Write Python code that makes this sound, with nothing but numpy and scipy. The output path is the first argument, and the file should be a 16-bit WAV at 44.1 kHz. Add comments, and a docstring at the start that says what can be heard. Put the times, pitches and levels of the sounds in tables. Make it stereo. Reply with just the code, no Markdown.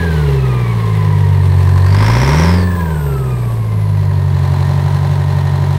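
"""Outdoors, an old four-cylinder two-stroke diesel runs down to idle, is blipped once and settles again.
The microphone moves from beside the blower up to the exhaust stack, then steps back from the engine.
The stack booms in harmonics of the firing rate; noise struck once per firing knocks, slaps and ticks.
Blower and timing gears whine in step with the crank; under throttle, puffs of noise rasp and whistle."""
import sys
import numpy as np
from scipy import signal
from scipy.fft import rfft, irfft, next_fast_len
from scipy.io import wavfile
from scipy.ndimage import map_coordinates

SR = 44100
rng = np.random.default_rng(int(sys.argv[2]) if len(sys.argv) > 2 else 0)


def dump_mix(stems):
    """Bounce the given channels to the path in sys.argv[1] as a 16-bit WAV at rate SR."""
    frames = np.atleast_2d(stems).T  # one column per channel
    limited = np.clip(frames, -1, 1)  # hard clip at full scale
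    pcm = np.round(limited * 32767).astype(np.int16)
    wavfile.write(sys.argv[1], SR, pcm)


N = 254889
T = np.arange(N) / SR
IDLE_HZ = 47  # firings per second at which the speed-dependent levels are stated


def undb(db):
    """Decibels to gain."""
    return 10 ** (np.asarray(db) / 20)


def unit(x):
    """Scale to rms 1."""
    return x / np.sqrt(np.mean(x ** 2))


def level_curve(table):
    """Gain, sample by sample, from a table of times and levels joined by straight lines in dB."""
    seconds, db = np.transpose(table)
    return undb(np.interp(T, seconds, db))


def colour(x, points):
    """Filter by (frequency [Hz], level [dB]) points joined on a log frequency axis."""
    size = next_fast_len(N + 4096, real=True)
    hz, db = np.transpose(points)
    freq = np.maximum(np.fft.rfftfreq(size, 1 / SR), 1)
    gain = undb(np.interp(np.log(freq), np.log(hz), db))
    return irfft(rfft(x, size) * gain, size)[..., :N]


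def butter(x, hz, kind):
    """Second-order low- or high-pass."""
    return signal.sosfilt(signal.butter(2, hz, kind, fs=SR, output="sos"), x)


def ring(x, hz, width_hz):
    """One resonance, gain 1 at its centre."""
    return signal.lfilter(*signal.iirpeak(hz, hz / width_hz, fs=SR), x)


def noise():
    """Two unrelated white noises: mid and side."""
    return rng.standard_normal((2, N))


def wander(rate_hz):
    """Two smooth random signals of rms 1."""
    return unit(butter(noise(), rate_hz, "low"))


def breathy_tone(hz, width_hz):
    """A narrow band of noise around a moving pitch."""
    angle = 2 * np.pi * np.cumsum(hz) / SR
    return wander(width_hz / 2) * np.cos(angle) + wander(width_hz / 2) * np.sin(angle)


def late(x, seconds):
    """Delay by a fixed or moving time."""
    return map_coordinates(x, [(T - seconds) * SR], order=3, mode="nearest")


def throttle_envelope(attack_s, release_s):
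    """The blip as attack, hold and release, 0 to 1."""
    press_s, let_go_s = 1.822, 2.4312
    rise = (T - press_s) / attack_s
    fall = 1 - (T - let_go_s) / release_s
    return np.clip(np.minimum(rise, fall), 0, 1)


def engine_speed():
    """Firings per second: torque and a sluggish governor pull, friction drags towards a floor."""
    start_hz, coast_floor_hz, coast_s = 87.1, 41.42, .6856
    pull_hz_per_s = 134.96  # at full throttle
    governor_hz, governor_share_per_hz, governor_lag_s = 47.58, .164, .678
    step_s = .01
    times = np.arange(0, T[-1] + step_s, step_s)
    torques = np.interp(times, T, throttle_envelope(attack_s=.5046, release_s=.3767))
    hz, fuel, speeds = start_hz, 0, []
    for torque in torques:
        speeds.append(hz)
        wanted_fuel = governor_share_per_hz * max(governor_hz - hz, 0)
        fuel += step_s * (wanted_fuel - fuel) / governor_lag_s
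        hz += step_s * (pull_hz_per_s * (torque + fuel) - (hz - coast_floor_hz) / coast_s)
    return np.interp(T, times, speeds)


def coasting(hz):
    """How far the engine runs down without fuel, 0 to 1, judged by how fast it slows."""
    full_coast_hz_per_s = 16
    return np.clip(-np.gradient(hz) * SR / full_coast_hz_per_s, 0, 1)


def octaves_above_idle(hz):
    """Engine speed in octaves above idle."""
    return np.log2(hz / IDLE_HZ)


def by_speed(hz, db_per_octave, coasting_db):
    """Change of level in dB with speed and with coasting."""
    return db_per_octave * octaves_above_idle(hz) + coasting_db * coasting(hz)


def standpoint_shares():
    """How much of each standpoint is heard as the microphone moves: blower, stack, stepped back."""
    left_blower = np.interp(T, [1.1, 1.74], [0, 1])
    stepped_back = np.interp(T, [3.64, 4.66], [0, 1])
    return np.array([1 - left_blower, left_blower - stepped_back, stepped_back])


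def blows(firings, angle, cylinder_db, decay_s):
    """Envelope of one blow per firing at a given share of its interval; cylinders differ in strength."""
    count = np.floor(firings - angle).astype(int) + 4  # +4 keeps the index positive
    age_s = T - T[np.searchsorted(count, count)]
    scatter_db = 1.1 * rng.standard_normal(count.max() + 1)
    return undb(cylinder_db[count % 4] + scatter_db[count]) * np.exp(-age_s / decay_s)


def rattle(firings, alike):
    """Dense metal contacts as noise of which a share repeats on every turn of the crank."""
    count = np.floor(firings).astype(int)
    age = np.arange(N) - np.searchsorted(count, count)  # samples since the firing
    pattern = rng.standard_normal((2, 4, 2048))
    return np.sqrt(alike) * pattern[:, count % 4, age] + np.sqrt(1 - alike) * noise()


# The four cylinders in firing order: (exhaust strength [dB], combustion knock [dB],
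# piston slap [dB], injector tick [dB])
CYLINDER_STRENGTHS = [(-.8, -3, -4, -3), (.6, -3, 3, -1), (2.2, 5, 0, 0), (-1.6, -4, -10, 3)]
# What the muffler passes: (frequency [Hz], level [dB])
MUFFLER_RESPONSE = [(46, -24), (62, -8), (72, 0.5), (94, 0.5), (122, 2.5), (152, 4.5), (168, -1.5),
                    (186, -6), (215, -19.5), (276, -4)]
# Overall level of the three lowest exhaust harmonics: (time [s], level [dB])
BOOM_LEVELS = [(0.03, -13.5), (0.27, -11), (0.81, -13), (1.19, -9), (1.91, -7), (2.25, -10.5), (2.53, -8.5),
               (2.79, -15), (3.64, -14.5), (3.94, -11), (5.26, -12), (5.72, -12)]


def muffled_boom(firings, hz, throttle, third_db):
    """The muffler shapes the three lowest exhaust harmonics; unequal cylinders make them lope."""
    strength_db = signal.resample(np.array(CYLINDER_STRENGTHS)[:, 0], 64)  # smooth over one turn
    lope_db = np.interp(firings / 4 % 1, np.arange(64) / 64, strength_db, period=1)
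    # the lope is deeper at low speed, and deepens once more late on
    lope_depth = np.interp(T, [3.9, 4.6], [.3, .9]) * IDLE_HZ / hz
    muffler_hz, muffler_db = np.transpose(MUFFLER_RESPONSE)
    muffling = 1 - .34 * throttle  # the blast partly overrides the muffler
    gains = []
    for k, extra_db in enumerate((0, 0, third_db), 1):
        passed_db = np.interp(np.log(k * hz), np.log(muffler_hz), muffler_db)
        gains.append(undb(passed_db * muffling + extra_db))
    gains = np.array(gains)
    gains = gains / np.linalg.norm(gains, axis=0) * level_curve(BOOM_LEVELS)
    angle = 2 * np.pi * (firings - .04)
    # the lowest tones are advanced most in phase
    low = sum(gain * np.cos(k * angle + 1.4 / k ** 2) for k, gain in enumerate(gains, 1))
    return low * undb(lope_db * lope_depth + .075 * wander(37)[0])


# Resonances of the exhaust system: (frequency [Hz], width [Hz], level [dB])
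PIPE_RESONANCES = [(180.7, 13.4, -35.5), (223.6, 28, -40), (405, 25, -36.5), (565, 13, -39)]


def pipe_tones(firings, throttle):
    """Uneven harmonics 4 to 7 swell through the pipe resonances; throttle sharpens the pulses."""
    angle = 2 * np.pi * (firings - .04)
    uneven = 1 + .55 * np.cos(angle / 4) + .38 * wander(17)[0]
    upper = sum(np.cos(k * angle) for k in range(4, 8)) * uneven
    pipe = sum(undb(db) * ring(upper, centre, width) for centre, width, db in PIPE_RESONANCES)
    edge = undb(-42) * throttle * upper
    return pipe + edge


def exhaust_boom(firings, hz, throttle, third_db):
    """The stack's whole pitched voice: muffled boom and pipe tones."""
    voice = muffled_boom(firings, hz, throttle, third_db) + pipe_tones(firings, throttle)
    return np.sqrt(2) * voice


# Colour of the machinery beside the blower: (frequency [Hz], level [dB])
BLOWER_COLOUR = [(150, -46), (260, -9), (336, -10), (420, 0), (542, -12), (640, -18.5), (764, -14.5),
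                 (1020, -9), (1390, -23), (1990, -17.5), (2530, -24.5), (3950, -28.5), (5000, -35),
                 (7300, -40.5), (15500, -43.5)]
# Colour of the machinery by the stack: (frequency [Hz], level [dB])
STACK_COLOUR = [(150, 2), (260, -8.5), (413, 3), (561, -4), (777, -8.5), (1000, -4.5), (1280, -16),
                (1800, -18.5), (2490, -19), (3050, -25), (4080, -26), (5010, -29.5), (8230, -38.5),
                (12000, -34.5), (15500, -39)]
# Colour of the machinery stepped back from the engine: (frequency [Hz], level [dB])
STEPPED_BACK_COLOUR = [(150, -40), (260, -1.5), (400, 6), (500, -6.5), (601, 4.5), (700, -7.5), (987, 4.5),
                       (1150, -7), (1450, -10), (1900, -10), (2660, -17), (4220, -18.5), (4840, -24),
                       (9600, -32), (15500, -36)]


def clatter(firings, knock, tick, clatter_db):
    """Knocks and injector ticks over a steady rattle, coloured by where the listener stands."""
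    steady = rattle(firings, alike=.82)
    knocks = rattle(firings, alike=.7) * knock
    body = butter(.91 * steady + 1.03 * knocks, 2850, "low")
    top = butter(.87 * noise() + .21 * knocks + 1.37 * noise() * tick, 2430, "high")
    top = top * undb(.9 * wander(8.7)[0])  # the treble flickers
    places = (BLOWER_COLOUR, STACK_COLOUR, STEPPED_BACK_COLOUR)
    heard = sum(share * unit(colour(body + top, place))
                for share, place in zip(standpoint_shares(), places))
    return heard * undb(clatter_db + .5 * wander(9)[0])


def contact(firings, blow):
    """A blow as one hard impact and a short rattle."""
    impact = unit(np.maximum(np.diff(blow, prepend=blow[0]), 0))
    impact_mid_only = np.array([impact, np.zeros(N)])
    return unit(rattle(firings, alike=.7) * blow) + .77 * impact_mid_only


# Ringing panels: (struck by [blow name], frequency [Hz], width [Hz], level beside the blower [dB],
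# level by the stack [dB], level stepped back [dB])
PANEL_MODES = [("slap", 778, 97, -42, -59, -36), ("slap", 1015, 37, -61, -30.5, -41),
               ("knock", 1700, 270, -60, -39, -57.5), ("knock", 2370, 1200, -58, -48.5, -72),
               ("knock", 4080, 76, -41, -58, -48)]


def panels(firings, hz, knock, slap):
    """Sheet metal resonances struck by knock or slap; without fuel only speed shakes them."""
    struck = {"knock": knock, "slap": slap}
    shares = standpoint_shares()
    ringing = 0
    for blow, centre, width, *place_db in PANEL_MODES:
        mode = unit(ring(contact(firings, struck[blow]), centre, width))
        ringing = ringing + undb(place_db) @ shares * mode
    return ringing * undb(coasting(hz) * (-20.5 + 20.5 * octaves_above_idle(hz)))


# Colour of the low chassis and muffler shudder: (frequency [Hz], level [dB])
SHUDDER_COLOUR = [(15, -18), (35, -18), (70, 4), (120, 8), (185, 7), (260, -11), (400, -41)]


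def shudder(firings):
    """Low shudder of chassis and muffler, partly repeating with each turn of the crank."""
    return undb(-27) * unit(colour(rattle(firings, alike=.43), SHUDDER_COLOUR))


def machinery(firings, hz, clatter_db):
    """Combustion knock, piston slap and injector ticks drive the clatter and the panels over a shudder."""
    _, knock_db, slap_db, tick_db = np.transpose(CYLINDER_STRENGTHS)
    bite = (IDLE_HZ / hz) ** 1.1  # single blows stand out at idle and merge at speed
    knock = bite * blows(firings, angle=.5, cylinder_db=knock_db, decay_s=.005)
    slap = bite * blows(firings, angle=.7, cylinder_db=slap_db, decay_s=.005)
    tick = bite * blows(firings, angle=.64, cylinder_db=tick_db, decay_s=.006)
    rattling = clatter(firings, knock, tick, clatter_db)
    return rattling + panels(firings, hz, knock, slap) + shudder(firings)


# Colour of the exhaust rasp: (frequency [Hz], level [dB])
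RASP_SPECTRUM = [(150, -2.5), (260, 4.5), (303, -10), (385, 1), (420, -9), (542, -2), (713, -10),
                 (1000, 2.5), (1410, -11.5), (2020, -7.5), (2750, -16.5), (4450, -20.5), (5370, -19.5),
                 (6370, -30), (15500, -38)]


def rasp(firings, puff, heard_flow):
    """Turbulent gas as crank-locked noise, swelling with each exhaust puff."""
    turbulence = rattle(firings, alike=.88) * (.55 + puff)
    return undb(-17.5) * heard_flow * unit(colour(turbulence, RASP_SPECTRUM))


def whistle(hz, puff, flow, heard_flow):
    """A breathy tone in spurts rises with flow, more so at speed, and its level saturates early."""
    pitch_hz = 4190 + 1060 * flow * (hz / IDLE_HZ) ** .55
    flutter = 1 + .025 * wander(30)[0]
    spurts = butter(.1 + puff, 300, "low")
    tone = unit(breathy_tone(pitch_hz * flutter, width_hz=380) * spurts)
    return undb(-34.5) * heard_flow ** .54 * tone


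def speed_hiss(hz, flow):
    """A thin flickering noise band whose pitch and level follow the speed; gas flow replaces it."""
    band = breathy_tone(10200 * (hz / IDLE_HZ) ** .65, width_hz=1200)
    band = band * undb(-55 + 11 * octaves_above_idle(hz)) * (1 - flow)
    flicker = undb(2 * wander(4.6)[0])
    nearness = np.maximum(standpoint_shares()[1], .3)
    return band * flicker * nearness * (.38 + .55 * coasting(hz))


# How squarely the stack's mouth faces the microphone: (time [s], level [dB])
MOUTH_FACING = [(1.2, -10), (1.6, -1.5), (3.15, 2.5), (3.55, -3), (3.8, -21)]


def mouth_hiss():
    """A narrow hiss of fixed pitch at the mouth of the stack, flickering, louder when it faces us."""
    band = breathy_tone(np.full(N, 8300), width_hz=1100)
    return undb(-51) * band * undb(1.3 * wander(6.8)[0]) * level_curve(MOUTH_FACING)


def gas(firings, hz, flow):
    """A puff of turbulent gas per firing drives rasp and whistle; two thin hisses lie over them."""
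    exhaust_db = np.array(CYLINDER_STRENGTHS)[:, 0]
    puff = blows(firings, angle=.42, cylinder_db=exhaust_db, decay_s=.006)
    # by the stack a trickle of flow remains unless the engine coasts
    trickle = .11 * standpoint_shares()[1] * (1 - coasting(hz))
    heard_flow = np.maximum(flow, trickle)
    driven = rasp(firings, puff, heard_flow) + whistle(hz, puff, flow, heard_flow)
    return driven + speed_hiss(hz, flow) + mouth_hiss()


def blower(firings, tone_db, octave_db):
    """Gear whine at 78 teeth a turn, roughened by backlash; the moving microphone shifts its stereo lag."""
    mesh = 2 * np.pi * firings * 78 / 4  # four firings a turn
    mesh = mesh + .5 * np.sin(np.pi * firings / 2) + .35 * wander(35)[0]
    backlash = 1 + .5 * wander(60)[0]
    tone = undb(tone_db) * np.sin(mesh) * backlash
    octave = undb(octave_db) * np.sin(2 * mesh) * backlash * (1 + .54 * wander(8)[0])
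    lag_s = np.interp(T, [.1, .5, 1, 1.6], [.00049, .00029, .00025, .00015])
    left_db = np.interp(T, [1.2, 1.6], [0, -5])
    return np.sqrt(2) * (np.array([undb(left_db) * tone, late(tone, lag_s)]) + octave)


def timing_gears(firings):
    """A 47-tooth gear tone, pulsed by each firing, sings out at a resonance of the cover."""
    mesh = 2 * np.pi * firings * 47 / 4
    pulsed = np.sin(mesh + .6 * wander(25)[0]) * (1 + .6 * np.cos(2 * np.pi * firings))
    place_gain = undb(np.array([-34, -24, -26]) @ standpoint_shares())
    return place_gain * ring(ring(pulsed, 994, 150), 994, 150)


def hood_drone(firings):
    """A sheet of the hood hums as the 23rd and 24th crank orders pass its resonance."""
    crank = 2 * np.pi * firings / 4
    shake = np.sin(23 * crank + .3 * wander(15)[0]) + .5 * np.sin(24 * crank)
    place_gain = undb(np.array([-18.5, -22.5, -22.5]) @ standpoint_shares())
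    return place_gain * ring(ring(shake, 403, 32), 403, 32)


# Stereo picture: (frequency [Hz], side minus mid [dB], left minus right [dB])
STEREO_PICTURE = [(100, -22, 2), (300, -17, 2), (484, -10, 2), (1050, -14.5, 2.5), (1550, 3.5, -2),
                  (2330, -1, -4.5), (3600, 1, -0.5), (5260, 1, 4), (9500, 2, 5), (15000, -2, 6.5)]


def stereo(mid, side):
    """Left and right from mid and side: bass alike, treble diffuse, the right slightly late."""
    band_hz, side_db, balance_db = np.transpose(STEREO_PICTURE)
    side = colour(side, np.c_[band_hz, side_db])
    left = colour(mid + side, np.c_[band_hz, balance_db / 2])
    right = colour(mid - side, np.c_[band_hz, -balance_db / 2])
    return np.array([left, late(right, .00015)])


# Balance beside the blower, by the stack, stepped back: (clatter [dB], third exhaust harmonic [dB],
# gear whine [dB], octave of the whine [dB])
STANDPOINT_LEVELS = [(-22.5, -6.5, -32.5, -37.5), (-25.5, -12, -42.5, -44.5), (-27, -2, -42, -47)]


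def scene():
    """All crank-driven sources share one engine speed; levels follow speed, throttle and standpoint."""
    hz = engine_speed()
    firings = 3.85 + np.cumsum(hz) / SR
    flow = throttle_envelope(attack_s=.23, release_s=.25)
    shares = standpoint_shares()
    clatter_db, third_db, whine_db, octave_db = np.transpose(STANDPOINT_LEVELS) @ shares
    clatter_db = clatter_db + by_speed(hz, db_per_octave=4.33, coasting_db=-4.5)
    clatter_db = clatter_db - 3 * flow  # gears under load rattle less
    whine_db = whine_db + by_speed(hz, db_per_octave=2.9, coasting_db=2.87)
    whine_db = whine_db + 10 * shares[1] * octaves_above_idle(hz)  # grows faster by the stack
    octave_db = octave_db + by_speed(hz, db_per_octave=-10, coasting_db=-1.4)
    boom = exhaust_boom(firings, hz, flow, third_db)
    mid, side = machinery(firings, hz, clatter_db) + gas(firings, hz, flow)
    mid = mid + boom + timing_gears(firings) + hood_drone(firings)
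    mid = mid * np.clip(np.minimum(T, T[-1] - T) / .006, 0, 1)  # 6 ms fade at both ends
    return stereo(mid, side) + blower(firings, whine_db, octave_db)


def record(dry):
    """Peaks near full scale are rounded and the extreme treble is cut."""
    limited = dry / (1 + dry ** 12) ** (1 / 12)
    top_hz = 15700
    return signal.sosfilt(signal.ellip(10, .2, 80, top_hz, fs=SR, output="sos"), limited)


dry = scene()
out = record(dry)
dump_mix(out)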